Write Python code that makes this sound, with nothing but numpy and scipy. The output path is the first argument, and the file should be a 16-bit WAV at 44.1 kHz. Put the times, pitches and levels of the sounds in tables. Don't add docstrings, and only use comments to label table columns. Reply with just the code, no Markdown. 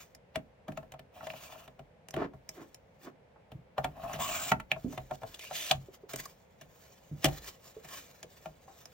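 import sys
import numpy as np
from scipy import signal
from scipy.fft import rfft, irfft, next_fast_len
from scipy.io import wavfile
from scipy.ndimage import uniform_filter1d, map_coordinates

SR = 44100
rng = np.random.default_rng(int(sys.argv[2]) if len(sys.argv) > 2 else 0)


def to_wav(s):
    ch = np.atleast_2d(s).T
    pcm = np.round(np.clip(ch, -1, 1) * 32767)
    wavfile.write(sys.argv[1], SR, pcm.astype(np.int16))


N = 393792


# f/Hz, level/dB
AIR_COLOUR = [(20, -21.5), (60, 0), (170, 1.5), (330, -12), (500, 0), (900, -10.5), (1200, -18),
              (2200, -18.5), (4000, -30.5), (15000, -49.5)]

# peak t/s, level/dB, rise/s, fall/s
CARD_SWISHES = [(0.01, -50.5, 0.052, 0.075), (1.43, -51, 0.055, 0.2), (2.551, -58.5, 0.078, 0.24),
                (3.05, -58.5, 0.071, 0.057), (4.83, -63.5, 0.17, 0.99), (4.929, -50, 0.031, 0.03),
                (5.155, -48, 0.024, 0.0048), (5.27, -57, 0.059, 0.36), (5.442, -43.5, 0.012, 0.028),
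                (5.62, -49.5, .12, 0.24), (5.944, -54.5, 0.024, 0.023), (6.094, -45, 0.006, 0.068),
                (6.18, -48, 0.047, 0.17), (6.201, -40.5, .012, 0.012), (6.8, -61, 0.28, 0.71),
                (7.235, -45, 0.032, 0.13), (7.384, -47.5, 0.11, 0.017), (7.475, -45, 0.079, 0.082),
                (7.682, -50, 0.063, 0.061), (7.946, -43, 0.13, 0.19), (8.328, -60.5, 0.15, 0.5),
                (8.76, -62.5, 0.22, 1)]
# start t/s, stop t/s, level/dB, rise/s, fall/s
EDGE_DRAGS = [(5.415, 5.447, -50, .02, 0.045), (5.553, 5.699, -39, 0.054, 0.022)]
# start t/s, stop t/s, level/dB, rise/s, fall/s
CARD_JUDDERS = [(2.179, 2.25, -36, 0.021, 0.028), (2.577, 2.623, -49, 0.023, 0.05),
                (3.072, 3.083, -44, 0.044, 0.024)]
# f/Hz, level/dB
FACE_COLOUR = [(40, -6), (200, -3), (1400, -3), (4500, -6.5), (7000, -3.5), (11000, -13.5), (15500, -7)]
EDGE_COLOUR = [(350, -25.5), (630, -3), (850, -17), (1500, -11), (3100, -1), (4800, -6.5), (7000, -6.5),
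               (15500, -14)]
JUDDER_COLOUR = [(60, -22), (180, 3.5), (360, 8.5), (480, -1), (680, -3), (1400, -9), (4000, -29.5),
                 (12000, -51.5)]

# t/s, tick level/dB, deck body re tick/dB, time for the chatter to fall 16 dB/s
CLICK_EVENTS = [(0.149, -54, -11.5, 0.0063), (0.921, -56, 2, 0.0044), (0.993, -62.5, 9.5, 0.0057),
                (2.086, -52.5, -4, 0.0014), (2.108, -50.5, -13, 0.0015), (2.491, -41.5, -15, 0.0023),
                (2.745, -51, -13.5, 0.0049), (4.132, -46, 4, 0.031), (6.135, -43.5, -1, 0.013),
                (6.16, -41, -13, 0.0037), (6.255, -46, -17.5, .01), (6.612, -54, -0.5, 0.02),
                (7.244, -27.5, -2, 0.011), (7.254, -32, 1, 0.0062), (7.846, -57.5, 2.5, 0.024),
                (8.229, -49, -4, 0.0076), (8.856, -49, -11.5, 0.0029)]
CLICK_THUMP_DB, CLICK_SNAP_DB, SNAP_PER_BODY = 1, 0.5, 0.76

# t/s, ring level/dB, thump re ring/dB, snap re ring/dB
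DECK_KNOCKS = [(0.357, -33.5, -8.5, -3.5), (0.682, -40, -0.5, -14.5), (0.72, -53, 2, -4),
               (0.774, -38.5, -5, -8.5), (0.829, -51.5, -5, -16), (0.939, -45.5, -11, -15.5),
               (1.229, -45.5, -5, -19), (1.269, -39.5, -32, -8), (1.302, -45.5, -10, -7),
               (1.336, -45.5, -8, -11), (1.523, -49.5, -12, -7), (1.555, -49, -13, -20),
               (1.678, -52, -2, -5), (1.793, -48.5, 1, -10.5), (2.14, -39.5, 2, -4.5),
               (2.164, -37.5, -18, -12.5), (2.216, -37, -13, -26.5), (2.336, -53, 7.5, -18),
               (3.518, -52.5, 7.5, -5.5), (3.781, -27, -9.5, -17.5), (3.844, -30, -8.5, -7.5),
               (3.849, -32.5, -6, -17), (4.518, -25, -6.5, -5.5), (4.6, -54, -14, 6.5),
               (4.716, -33.5, -7.5, -2), (4.762, -42, -5, -28), (4.927, -46.5, 0.5, -22.5),
               (4.977, -38, -0.5, -7), (5.11, -33, -8.5, -19), (5.218, -47, -8, -15),
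               (5.233, -38, -6, -17.5), (5.51, -37, -15.5, -15.5), (5.711, -24, -13, -6),
               (7.285, -39.5, 1, -9), (8.458, -39.5, -5, -13)]
CHATTER_S, KNOCK_TICK_DB = 0.0075, -8
# f/Hz, level/dB, t60/s
BASE_MODES = [(139.2, 1, 0.13), (191.7, 0.5, 0.069), (236.1, 0, 0.098), (385, -3, 0.076)]
# f/Hz, level/dB, t60/s
DECK_MODES = [(575, -2, 0.033), (636.8, -0.5, 0.08), (754.8, 0, 0.059), (872, -4.5, 0.037),
              (1362, -5.5, 0.028)]
FIRM_DB, FIRM_GROWTH = -38.5, 0.47
# f/Hz, level/dB
CRACK_COLOUR = [(600, -11), (1900, 2), (2950, 2), (4700, -8), (9000, -26)]
TICK_COLOUR = [(2500, -15.5), (5200, 8.5), (7400, 4), (16000, -7)]
CLATTER_COLOUR = [(380, -25), (700, 1.5), (1700, -14.5), (3200, -41)]
TABLE_COLOUR = [(18, -15.5), (50, 3.5), (130, -7.5), (300, -11), (900, -41.5)]

# t/s, level/dB, f/Hz, t60/s
DULL_BUMPS = [(0.37, -38, 226, 0.058), (0.69, -35, 219, 0.067), (2.166, -32.5, 373, 0.047),
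              (2.218, -36, 332, 0.059), (3.358, -57, 850, .04), (3.545, -41, 135, 0.11),
              (4.145, -41, 149, 0.16), (4.515, -29, 201, 0.089), (4.844, -27, 237.3, 0.13),
              (5.745, -36, 131, 0.23), (5.884, -47.5, 395, 0.06), (6.034, -47, 407, 0.07),
              (6.14, -42, 405, 0.027), (6.257, -47.5, 1140, 0.02), (7.113, -33.5, 151, 0.16),
              (7.245, -26, 303, 0.026), (7.765, -43, 434, 0.068), (8.242, -50, 493, 0.058),
              (8.679, -47.5, 780, 0.13)]
BUMP_RISE_S = .006

# start t/s, stop t/s, run-up/s (per 20 dB), starting rumble level/dB, hiss level at the ends/dB, pitch ratio
CARRIAGE_STROKES = [(1.15, 1.66, 0.027, -56.5, -61, 1.05), (4.046, 4.518, 0.13, -42, -55.5, 1.057)]
COAST_S, SAG_DB_PER_S, MID_STROKE_DB = 0.032, 9.5, 6
CUT_START, CUT_STOP, CUT_DB = 4.2, 4.505, -38
BITE_S, EXIT_S = 0.013, 0.012
# f/Hz, level/dB
RUMBLE_COLOUR = [(45, -5), (240, -2), (350, -21), (480, -14.5), (620, 3), (750, -1), (1150, -10),
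                 (3500, -33.5)]
GLIDE_COLOUR = [(800, -8), (1350, -3), (2200, -8), (2620, 5), (3000, -1), (4000, -8), (9500, -11)]
BLADE_COLOUR = [(500, -16), (1100, -4.5), (1800, -8.5), (3100, -5), (4500, -11), (6600, -7), (7400, 3.5),
                (8600, -10), (11000, -30), (15500, -7)]

# t/s, level/dB
RAIL_CLACKS = [(1.207, -48), (2.164, -40.5), (2.22, -45), (4.519, -24), (4.599, -43.5)]
# f/Hz, level/dB, t60/s
RAIL_MODES = [(883, -1, 0.037), (1127, -12, 0.055), (1363, 4, 0.025), (1955, -5.5, 0.029),
              (2600, -17, 0.033)]

# t/s, level/dB, f/Hz, pan towards the left port/dB
STRIP_SNAPS = [(1.302, -45, 2600, -3), (4.716, -28, 2510, -3), (5.711, -26, 3300, 0.5)]
SNAP_S, SNAP_RING_DB, SNAP_RING_S = 0.003, -17.5, 0.014

# start t/s, stop t/s, from f/Hz, to f/Hz, level/dB
GLIDING_SCRAPES = [(4.054, 4.123, 730, 761, -45), (4.205, 4.268, 1000, 1096, -42.5),
                   (4.295, 4.314, 640, 681, -45.5), (4.345, 4.421, 1340, 1404, -46.5),
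                   (4.22, 4.391, 3066, 2347, -47.5), (5.409, 5.483, 2290, 2660, -53),
                   (6.202, 6.199, 1800, 2110, -49)]
SCRAPE_Q, SCRAPE_EDGE_S = 3.6, 0.02
SCRAPE_ROUGH_DB = 0.5

# t/s, level/dB
CARD_CRACKLES = [(5.343, -46.5), (5.393, -46.5), (5.713, -26), (7.245, -28), (7.259, -33.5), (8.229, -54.5)]
CRACKLE_S = 0.033
# f/Hz, level/dB
CRACKLE_COLOUR = [(900, -12.5), (2100, -12.5), (3100, 0.5), (5200, -12.5), (7300, -9), (10000, -19)]

# f/Hz, level/dB, t60/s
FREE_MODES = [(139.3, -17, 0.3), (539, 2, 0.18), (631, -4, 0.21), (750, 2, 0.24)]
JOLT_S, JOLT_DB = 7.258, -30.5

# f/Hz, t60/s
ROOM_T60 = [(150, 0.32), (1000, 0.14), (14000, 0.064)]
# f/Hz, phase/rad
PORT_LEAD = [(1500, 0), (6700, 1.3), (8500, 3.0), (11800, 3.5), (13700, 6.2)]
RAIL_PAN_DB, CARD_PAN_DB = -2.5, -0.5
TOP_HZ = 16000


def amp(db):
    return 10 ** (np.asarray(db) / 20)


def unit(x):
    return x / np.sqrt(np.mean(x ** 2) + 1e-20)


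def blow(x):
    return x * np.sqrt(.01 * SR / (np.sum(x ** 2) + 1e-20))


def along(points, hz):
    f, v = np.transpose(points)
    return np.interp(np.log(hz + 1), np.log(f), v)


def wobble(rate):
    knots = np.tanh(rng.standard_normal(int(N * rate / SR) + 4))
    return 2 * map_coordinates(knots, [np.arange(N) * rate / SR])


def filtered(x, response):
    size = next_fast_len(N + SR // 2)
    hz = np.fft.rfftfreq(size, 1 / SR)
    return irfft(rfft(x, size) * response(hz), size)[..., :N]


def impulse(tone, size=2048):
    gain = amp(along(tone, np.fft.rfftfreq(size, 1 / SR)))
    cepstrum = irfft(np.log(gain))
    cepstrum[1:size // 2] *= 2
    cepstrum[size // 2 + 1:] = 0
    return irfft(np.exp(rfft(cepstrum)))


def coloured(force, tone):
    return signal.fftconvolve(force, impulse(tone))[:len(force)]


def fade(t, t60):
    return np.exp(-np.log(1000) * t / t60)


def swell(start, stop, rise, fall):
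    t = np.arange(N) / SR
    before = np.maximum(start - t, 0)
    after = np.maximum(t - stop, 0)
    return amp(-20 * (before / rise + after / fall))


def add(track, s, x):
    start = max(round(s * SR), 0)
    track[start:start + len(x)] += x[:len(track) - start]


def ring(modes, t, scatter_db, detune):
    hz, db, t60 = np.transpose(modes)[:, :, None]
    strength, shift, side = rng.standard_normal((3, len(hz), 1))
    gain = np.sign(side) * amp(db + scatter_db * strength)
    tone = np.sin(2 * np.pi * hz * (1 + detune * shift) * t)
    return np.sum(gain * tone * fade(t, t60), axis=0)


def rub(tone, grain_rate, grain_share, flutter_db):
    catches = (rng.random(N) < grain_rate / SR) * rng.uniform(-1.34, 1, N)
    share = np.clip(grain_share, 0, 1)
    force = np.sqrt(1 - share) * rng.standard_normal(N) + np.sqrt(share) * unit(catches)
    pressed = force * amp(flutter_db * wobble(45))
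    z = signal.stft(pressed, nperseg=512)[2]
    patches = uniform_filter1d(rng.standard_normal(z.shape), size=3, axis=0)
    patches = uniform_filter1d(patches, size=16, axis=1)
    uneven = z * amp(2.3 * unit(patches))
    return unit(coloured(signal.istft(uneven, nperseg=512)[1][:N], tone))


def contact(thump_db, ring_db, snap_db, tick_db, chatter):
    t = np.arange(SR // 3) / SR

    def burst(t60):
        return rng.standard_normal(len(t)) * fade(t, t60)

    force = burst(3.76 * chatter)
    force[0] += 1.5
    lift_db = FIRM_GROWTH * max(ring_db - FIRM_DB, 0)
    modes = [(hz, db + lift_db * (k == 2), t60) for k, (hz, db, t60) in enumerate(DECK_MODES)]
    deck_ring = ring(modes, t, scatter_db=2, detune=.012) * (1 - np.exp(-t / 0.0018))
    deck = blow(deck_ring) + 0.43 * blow(coloured(burst(0.067), CLATTER_COLOUR))
    base_ring = ring(BASE_MODES, t, scatter_db=1.5, detune=0.074) * (1 - np.exp(-t / 0.022))
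    base = blow(base_ring) + 0.52 * blow(coloured(burst(0.44), TABLE_COLOUR))
    spikes = force * np.abs(force)
    crack = amp(snap_db) * blow(coloured(force, CRACK_COLOUR))
    tick = amp(tick_db) * blow(coloured(spikes, TICK_COLOUR))
    scuff = burst(5 * chatter)[:SR // 30][::-1]
    lead = amp(snap_db - 15.5) * blow(coloured(scuff, CRACK_COLOUR))
    lead += amp(ring_db - 19.0) * blow(coloured(scuff, CLATTER_COLOUR))
    return lead, amp(thump_db) * blow(base) + amp(ring_db) * blow(deck) + crack + tick


def background():
    mid, side = filtered(rng.standard_normal((2, N)), lambda hz: amp(along(AIR_COLOUR, hz)))
    side = filtered(side, lambda hz: hz / np.hypot(hz, 500))
    return amp(-62.0) * unit(np.array([mid + side, mid - side]))


def card():
    brushing = sum(amp(db) * swell(s, s, rise, fall) for s, db, rise, fall in CARD_SWISHES)
    dragging = sum(amp(db) * swell(start, stop, rise, fall) for start, stop, db, rise, fall in EDGE_DRAGS)
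    pressing = sum(amp(db) * swell(start, stop, rise, fall) for start, stop, db, rise, fall in CARD_JUDDERS)
    face = brushing * rub(FACE_COLOUR, grain_rate=290, grain_share=0.23, flutter_db=2.0)
    edge = dragging * rub(EDGE_COLOUR, grain_rate=970, grain_share=0.45, flutter_db=1.8)
    slip_rate = 210 * amp(5.2 * wobble(160))
    slips = np.diff(np.floor(np.cumsum(slip_rate) / SR), prepend=0)
    grip = unit(slips * amp(2.4 * wobble(110))) + 1.2 * rng.standard_normal(N)
    return face + edge + pressing * unit(coloured(grip, JUDDER_COLOUR))


def clicks():
    out = np.zeros(N)
    for s, db, body_db, chatter in CLICK_EVENTS:
        ring_db = db + body_db
        snap_db = db + CLICK_SNAP_DB + SNAP_PER_BODY * body_db
        lead, hit = contact(ring_db + CLICK_THUMP_DB, ring_db, snap_db, db, chatter)
        add(out, s - len(lead) / SR, np.concatenate([lead, hit]))
    return out


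def knocks():
    out = np.zeros(N)
    for s, db, weight_db, hard_db in DECK_KNOCKS:
        snap_db = db + hard_db
        lead, hit = contact(db + weight_db, db, snap_db, snap_db + KNOCK_TICK_DB, CHATTER_S)
        add(out, s - len(lead) / SR, np.concatenate([lead, hit]))
    return out


def bumps():
    out, t = np.zeros(N), np.arange(SR // 3) / SR
    for s, db, hz, t60 in DULL_BUMPS:
        tone = blow(np.sin(2 * np.pi * hz * t) * fade(t, t60) * (1 - np.exp(-t / BUMP_RISE_S)))
        puff_colour = [(hz / 4, -12), (hz, 0), (2 * hz, -14), (12 * hz, -75)]
        puff = coloured(rng.standard_normal(len(t)) * fade(t, 1.7 * t60), puff_colour)
        add(out, s, amp(db) * blow(tone + 0.74 * blow(puff)))
    return out


def cutter():
    t, rumble, speed = np.arange(N) / SR, np.zeros(N), np.zeros(N)
    for start, stop, run_up, rumble_db, hiss_db, pitch in CARRIAGE_STROKES:
        moving = swell(start, stop, run_up, COAST_S)
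        elapsed = np.clip(t - start, 0, stop - start)
        tone = [(hz * pitch, db) for hz, db in RUMBLE_COLOUR]
        rolling = rub(tone, grain_rate=120, grain_share=0.42, flutter_db=2.0)
        rumble += moving * amp(rumble_db - SAG_DB_PER_S * elapsed) * rolling
        speed += moving * amp(hiss_db + MID_STROKE_DB * np.sin(np.pi * elapsed / (stop - start)))
    glide = speed * rub(GLIDE_COLOUR, grain_rate=720, grain_share=0.24, flutter_db=2.5)
    cutting = amp(CUT_DB) * swell(CUT_START, CUT_STOP, BITE_S, EXIT_S)
    cut = cutting * rub(BLADE_COLOUR, grain_rate=1600, grain_share=0.66, flutter_db=1.1)
    return rumble + glide + cut


def rail_hits():
    out, t = np.zeros(N), np.arange(SR // 5) / SR
    for s, db in RAIL_CLACKS:
        clack = ring(RAIL_MODES, t, scatter_db=1.0, detune=0.008) * (1 - np.exp(-t / 0.0015))
        add(out, s, amp(db) * blow(clack))
    return out


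def rail_snaps():
    out, t = np.zeros((2, N)), np.arange(SR // 20) / SR
    for s, db, hz, pan_db in STRIP_SNAPS:
        dying = fade(t, SNAP_S) + amp(SNAP_RING_DB) * fade(t, SNAP_RING_S)
        onset = 1 - np.exp(-(hz * t) ** 2)
        snap = blow(np.sin(2 * np.pi * hz * t) * dying * onset)
        for port, side in zip(out, (1, -1)):
            add(port, s, amp(db + side * pan_db) * snap)
    return out


def scrapes():
    out, t = np.zeros(N), np.arange(-SR // 10, SR // 4) / SR

    def sway(at):
        return map_coordinates(rng.standard_normal(len(t) // 2), [at], mode="mirror")

    for start, stop, from_hz, to_hz, db in GLIDING_SCRAPES:
        cycles = np.cumsum(np.interp(t, [0, stop - start], [from_hz, to_hz])) / SR
        voice = sway(cycles / SCRAPE_Q) * np.sin(2 * np.pi * cycles)
        voice += sway(cycles / SCRAPE_Q) * np.cos(2 * np.pi * cycles)
        grip = amp(SCRAPE_ROUGH_DB * np.tanh(sway(170 * (t - t[0]))))
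        outside = np.maximum(-t, 0) + np.maximum(t - (stop - start), 0)
        add(out, start + t[0], amp(db - 20 * outside / SCRAPE_EDGE_S) * unit(voice * grip))
    return out


def crackles():
    out, t = np.zeros(N), np.arange(SR // 10) / SR
    for s, db in CARD_CRACKLES:
        noise = rng.standard_normal(len(t))
        snaps = noise * np.abs(noise) * fade(t, CRACKLE_S)
        add(out, s, amp(db) * blow(coloured(snaps, CRACKLE_COLOUR)))
    return out


def jolt():
    out, t = np.zeros(N), np.arange(SR // 2) / SR
    modes = sum(ring(FREE_MODES, t, scatter_db=1, detune=.06) for _ in range(6))
    add(out, JOLT_S, amp(JOLT_DB) * blow(modes * (1 - np.exp(-t / BUMP_RISE_S))))
    return out


def room(x):
    hz, t, z = signal.stft(rng.standard_normal((2, SR // 3)), SR, nperseg=256)
    tail = signal.istft(z * fade(t, along(ROOM_T60, hz)[:, None]), SR, nperseg=256)[1]
    near = rng.standard_normal(tail.shape) * fade(np.arange(tail.shape[1]) / SR, 0.019)
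    answer = amp(-15.5) * tail / np.linalg.norm(tail[0]) + amp(-12.0) * near / np.linalg.norm(near[0])
    delayed = np.pad(x, (SR // 700, 0))
    mid, side = signal.fftconvolve(delayed[None], answer, axes=1)[:, :N]
    side = amp(3.0) * filtered(side, lambda hz: (hz / np.hypot(hz, 280)) ** 2)
    return np.array([mid + side, mid - side])


def scene():
    handling = card() + clicks() + bumps() + crackles()
    trimmer = knocks() + cutter() + scrapes() + jolt()
    rail, snaps = rail_hits(), rail_snaps()
    sides = np.array([[1], [-1]])
    placed = trimmer + snaps + rail * amp(RAIL_PAN_DB * sides) + handling * amp(CARD_PAN_DB * sides)
    direct = filtered(placed, lambda hz: np.exp(.5j * sides * along(PORT_LEAD, hz)))
    reflected = amp(1.0) * room(trimmer + rail + snaps.mean(axis=0) + handling)
    return direct + reflected + background()


def record(dry):
    low_cut = signal.butter(4, 34, "highpass", fs=SR, output="sos")
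    return filtered(signal.sosfilt(low_cut, dry), lambda hz: hz < TOP_HZ)


dry = scene()
out = record(dry)
to_wav(out)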